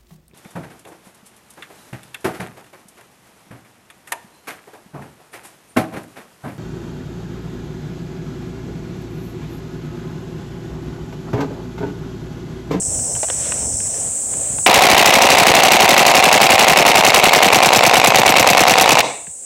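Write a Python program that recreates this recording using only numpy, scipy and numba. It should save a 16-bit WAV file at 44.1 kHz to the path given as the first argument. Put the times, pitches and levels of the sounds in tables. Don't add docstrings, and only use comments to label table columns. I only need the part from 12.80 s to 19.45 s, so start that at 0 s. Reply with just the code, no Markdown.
import sys
import numpy as np
from scipy import signal
from scipy.fft import rfft, irfft
from scipy.io import wavfile
from scipy.ndimage import uniform_filter1d
from numba import njit

SR = 44100
rng = np.random.default_rng(int(sys.argv[2]) if len(sys.argv) > 2 else 0)


def output_pcm(signal):
    pcm = np.clip(np.atleast_2d(signal).T, -1, 1) * 32767
    wavfile.write(sys.argv[1], SR, np.round(pcm).astype(np.int16))


def level_to_linear(level):
    exponent = np.asarray(level, float) / 20
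    return 10 ** exponent


N = 293435


def ring(x, modes):
    out = 0
    for k, (hz, width_hz, db) in enumerate(modes):
        out = out + (-1) ** k * level_to_linear(db) * signal.lfilter(*signal.iirpeak(hz, hz / width_hz, SR), x)
    return out


def band(lo_hz, hi_hz, order=2):
    sos = signal.butter(order, [lo_hz, hi_hz], "band", fs=SR, output="sos")
    x = signal.sosfilt(sos, rng.standard_normal(N))
    return x / x.std()


def walk(rate_hz):
    k = int(SR / rate_hz)
    steps = np.repeat(rng.standard_normal(N // k + 1), k)
    x = uniform_filter1d(uniform_filter1d(steps, k), k)[:N]
    return x / x.std()


def humps(t, s, half_s, db):
    return np.sum(db[:, None] * np.exp(-((t - s[:, None]) / half_s[:, None]) ** 2), axis=0)


def burst(s, db, decay_ms):
    x = np.zeros(N)
    np.add.at(x, (np.asarray(s) * SR).astype(int), level_to_linear(db))
    fall = np.exp(-1000 / (decay_ms * SR))
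    return uniform_filter1d(signal.lfilter([1], [1, -fall], x), size=9)


# (frequency [Hz], level per Hz [dB])
CHORUS_TONE = [(2650, -69), (4500, -29), (4850, -30.5), (5620, -24.5), (6990, -4), (8030, 3), (9410, -9),
               (10900, -25.5), (13900, -34), (16000, -34)]


def cicadas(t, shot_s):
    swell_s, swell_db_per_s = 1.1, 2
    level = level_to_linear(-22 + swell_db_per_s * np.clip(t - swell_s, 0, shot_s - swell_s))
    hz, db = np.transpose(CHORUS_TONE)
    tone = level_to_linear(np.interp(np.log(np.fft.rfftfreq(N, 1 / SR) + 1), np.log(hz), db))
    grains = rng.standard_normal(N) * level_to_linear(0.4 * walk(210) + 0.46 * walk(12))
    chorus = irfft(rfft(grains) * tone, N)
    return level * chorus / chorus.std()


def low_singer(t):
    near_db, far_db, stops_s = -35, -47, 1.23
    singing = np.clip((stops_s - t) / 0.08 + 0.5, 0, 1)
    return level_to_linear(far_db + (near_db - far_db) * singing) * level_to_linear(0.93 * walk(120.4)) * band(5310, 6540, order=4)


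# (time [s], half length [s], rumble rise [dB], leaves rise [dB])
SWELL_TIMES = [(0.158, 0.076, 5.5, 3), (0.65, 0.22, 7.5, 11), (0.883, 0.14, 3.5, 2), (1.19, 0.16, 3.5, 6),
               (1.683, .12, 9, 6.5)]


def rumble_and_leaves(t):
    s, half_s, rumble_db, leaves_db = np.transpose(SWELL_TIMES)
    rumble = level_to_linear(-43.5 + humps(t, s, half_s, rumble_db)) * level_to_linear(2.6 * walk(14.13))
    leaves = level_to_linear(-51.5 + humps(t, s, half_s, leaves_db)) * level_to_linear(2.0 * walk(21.86))
    return rumble * (band(410, 740) + 0.5 * band(194, 310)) + leaves * band(900, 3600)


# (time [s], half length [s], rise [dB])
GUST_TIMES = [(0.1, 0.21, 13.5), (0.37, 0.042, 10), (0.57, .06, 7), (0.903, 0.31, 14.5), (1.064, .04, 1),
              (1.27, .03, 7), (1.39, .03, 2), (1.582, 0.04, 8.5), (1.72, 0.083, 7), (6.5, 0.018, 13)]


def wind(t):
    level = level_to_linear(-44.5 + humps(t, *np.transpose(GUST_TIMES)))
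    return level * level_to_linear(3.2 * walk(9)) * (band(50, 125) + 0.62 * band(30, 170))


def wood():
    t = np.arange(N) / SR
    shot_s = FIRST_KNOCKS[0][0]
    sound = cicadas(t, shot_s) + low_singer(t) + rumble_and_leaves(t) + wind(t)
    duck_db, recover_s, recover_db = -21.5, 5.88, 9.5
    recovery = np.clip((t - recover_s) / 0.35 + 0.5, 0, 1)
    return sound * level_to_linear(duck_db * (t > shot_s) + recover_db * recovery)


# (time [s], level [dB], knock level over tick [dB], knock pitch [Hz])
TICK_TIMES = [(0.0218, -34, 1, 600), (0.1494, -34, 0, 600), (0.191, -36, 9, 600), (0.3207, -37, -10, 600),
              (0.3514, -21.5, -21, 600), (0.363, -29.5, -1, 800), (0.431, -19, 6.5, 700),
              (0.443, -29, 5, 700), (0.4853, -28, 3, 700), (0.5003, -14.5, -1, 600),
              (0.7208, -18, -5, 1200), (1.003, -29, -11, 600), (1.141, -30, -11, 600),
              (1.5358, -37, 8, 1000), (1.7847, -42.5, 20.5, 920), (6.469, -30.5, -2, 520),
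              (6.477, -50, 24, 149)]


def handling():
    s, db, low_db, low_hz = np.transpose(TICK_TIMES)
    noise = rng.standard_normal((2, N))
    sound = ring(burst(s, db + 9, 2.7) * noise[0], [(1580, 270, 0.035), (2910, 520, 0.004)])
    for at, level, hz in zip(s, db + low_db, low_hz):
        sound += ring(burst([at], level + 15.8, 4.9) * noise[1], [(hz, hz / 3.16, 0)])
    return sound + 1.2 * trees(sound)


def trees(x):
    t60_s, build_up_s = 0.42, 0.04
    t = np.arange(SR) / SR
    tail = rng.standard_normal(SR) * level_to_linear(-60 * t / t60_s) * np.clip(t / build_up_s, 0, 1) ** 4
    tail = signal.lfilter(*signal.butter(1, 1800, fs=SR), tail) + 0.6 * tail
    return level_to_linear(-28.5) * signal.fftconvolve(x, tail / np.sqrt(np.sum(tail ** 2)))[:N]


# (shots fired [count], time [s])
FIRING = [(0, 1.884), (4, 2.1994), (6, 2.3594), (9, 2.6052), (13, 2.9405), (19, 3.4612), (24, 3.9049),
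          (27, 4.1797), (31, 4.5587), (32, 4.6552), (35, 4.9597), (38, 5.2717), (39, 5.3849), (40, 5.4913),
          (43, 5.8052), (45, 6.0103), (46, 6.1185), (47, 6.2175)]


def strokes():
    count, s = np.transpose(FIRING)
    shot = np.arange(count[-1])
    blast = np.interp(np.arange(count[-1] + 1), count, s)
    cycle_ms = 1000 * np.diff(blast)
    warm_ms, cold_ms = 78, 105
    slow = np.clip((cycle_ms - warm_ms) / (cold_ms - warm_ms), 0, 1)
    slow[-1] = 1
    hammer = cycle_ms - 6.5 - 7 * slow
    home = hammer - 14
    slack = 74.4 - 0.95 * (shot - 37)
    lags_ms = dict(blast=0 * shot,
                   nozzle=13.3 + 11 * slow,
                   buffer=25.4 + 5.8 * slow ** 2 + 3 * (shot == shot[-1]),
                   pickup=np.minimum(home - 5.6, slack),
                   home=home,
                   hammer=hammer)
    return {name: blast[:-1] + ms / 1000 for name, ms in lags_ms.items()}, slow ** 2


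STROKE_KNOCKS = {"blast": [(0.2, 6.5, 15, 3.4), (6, -7.5, -1, 3.8), (10, 1, 7, 4.5)],
                 "nozzle": [(0.3, 8, -18.5, 2.17)], "buffer": [(0.25, 3, -2, 2.6), (17.5, -8, 14, 2.9),
                 (3.53, 10.5, -31.5, 2.97)], "pickup": [(-7.5, -13, -9.5, 4.7), (0.6, -7.5, 5.5, 4.9)],
                 "home": [(0.2, 15.5, -8.5, 3.15), (5.5, -6, 0.5, 2.7)], "hammer": [(0.3, 1.5, -4, 4.14)]}
# (time [s], level [dB], sounds like knock [number])
FIRST_KNOCKS = [
    (1.863, -5.5, 4),
    (1.866, 24, 4),
    (1.8775, 3, 4),
]
# (body [dB], clack [dB], crack [dB], thud [dB])
KNOCK_PARTS = [(-6.5, -4.5, 4.5, -24), (4.5, -31, 6, -7.5), (-5.5, -5.5, 6.5, -5.5), (-6.5, 4, -20, -0.5),
               (-5.5, 5, -8, -15), (-8, -6.5, -9, -34), (-4, 0, -19.5, -36), (6, 11.5, -17.5, -45),
               (-3.5, 0.5, -0.5, -15), (-3, 4.5, 10, -9), (6, -11.5, -11, -12), (-0.5, 12.5, -3.5, -16)]
# (frequency [Hz], width [Hz], level [dB])
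BODY_MODES = [(530, 226, -0.5), (744, 124, 7), (994, 330, -0.5)]
# (frequency [Hz], width [Hz], level [dB])
CLACK_MODES = [(2116, 564, 3), (2758, 495, 4), (3810, 990, -3.5)]
# (frequency [Hz], width [Hz], level [dB])
CRACK_MODES = [(4480, 3300, 6), (6330, 1200, 12), (7720, 410, 7.5), (12200, 3100, -16)]
# (frequency [Hz], width [Hz], level [dB])
THUD_MODES = [(178, 510, 1.5), (324, 220, -21)]


def bolt_knocks(at, cold):
    knocks = [(at[name], *row) for name, rows in STROKE_KNOCKS.items() for row in rows]
    chance = rng.standard_normal((len(cold), 2, len(knocks)))
    jitter_ms, strike_db = 0.35, 17
    shake, strike = np.zeros((4, N)), np.zeros((4, N))
    for k, ((s, lag_ms, db, cold_db, decay_ms), parts_db) in enumerate(zip(knocks, KNOCK_PARTS)):
        first = [f for f in FIRST_KNOCKS if round(f[2]) == k]
        times = s + (lag_ms + jitter_ms * chance[:, 0, k]) / 1000
        levels = db + cold_db * cold + 2 * chance[:, 1, k]
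        times = np.array([*times, *(f[0] for f in first)])
        levels = np.array([*levels, *(f[1] for f in first)])
        share = level_to_linear(np.array(parts_db))[:, None]
        shake += share * burst(times, levels, decay_ms)
        strike += share * burst(times, levels + strike_db, 0.073)
    shake[2] *= shake[2] / (shake[2] + 2.4)
    body, clack, crack, thud = shake * rng.standard_normal((4, N))
    out = level_to_linear(15) * ring(body + strike[0], BODY_MODES)
    out += level_to_linear(11.5) * ring(clack + 0.18 * strike[1], CLACK_MODES)
    out += level_to_linear(-4.0) * ring(crack, CRACK_MODES)
    return out + level_to_linear(14.5) * ring(thud, THUD_MODES)


def gas_puffs(s, db, cold):
    start_hz, end_hz, fall_ms, peak_ms = 1498, 158.7, 3.6, 3.85
    at = np.arange(SR // 30)
    t_ms = at / SR * 1000 / (1 + 0.318 * cold[:, None])
    glide = (start_hz - end_hz) * fall_ms * (1 - np.exp(-t_ms / fall_ms))
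    turns = (end_hz * t_ms + glide) / 1000
    swell = t_ms / peak_ms * np.exp(1 - t_ms / peak_ms)
    out = np.zeros(N)
    start = (s * SR).astype(int)[:, None]
    np.add.at(out, start + at, level_to_linear(db)[:, None] * np.sin(2 * np.pi * turns) * swell)
    return out


# (frequency [Hz], width [Hz], level [dB])
SPRING_MODE = (12800, 70, 2)


def spring_ring(blast, cold):
    level = 4.0 * rng.standard_normal(len(cold)) + 5.5 * cold
    return ring(burst(blast + 0.013, level, 7.5) * rng.standard_normal(N), [SPRING_MODE])


def rifle():
    at, cold = strokes()
    muzzle = gas_puffs(at["blast"], 5.66 + 1.0 * cold, cold)
    squeezed = gas_puffs(at["home"] - 0.002, 2.5 - 7 * cold, cold)
    return bolt_knocks(at, cold) + spring_ring(at["blast"], cold) + muzzle + squeezed


def scene():
    gun = rifle()
    return (wood() + handling() + gun + trees(gun))[None]


@njit
def limiter(x, top, attack, release):
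    y, e = np.empty(len(x)), top
    for i in range(len(x)):
        a = max(abs(x[i]), top)
        e += (a - e) * (attack if a > e else release)
        y[i] = x[i] * top / e
    return y


def low_pass(x):
    return signal.sosfilt(signal.butter(12, 16400, fs=SR, output="sos"), x)


def record(dry):
    x = np.clip(dry[0], -1.5, 1.5)
    x = signal.lfilter(*signal.butter(1, 110, "high", fs=SR), x)
    attack_ms, release_ms = 3.2, 15
    x = limiter(x, 0.41, 1000 / (attack_ms * SR), 1000 / (release_ms * SR))
    treble_cut = signal.ellip(8, 0.2, 50, 15950, fs=SR, output="sos")
    x = signal.sosfilt(treble_cut, np.clip(x, -1, 1))
    mix = np.clip(x, -1, 1)[None]
    return low_pass(mix)


dry = scene()
out = record(dry)
output_pcm(out)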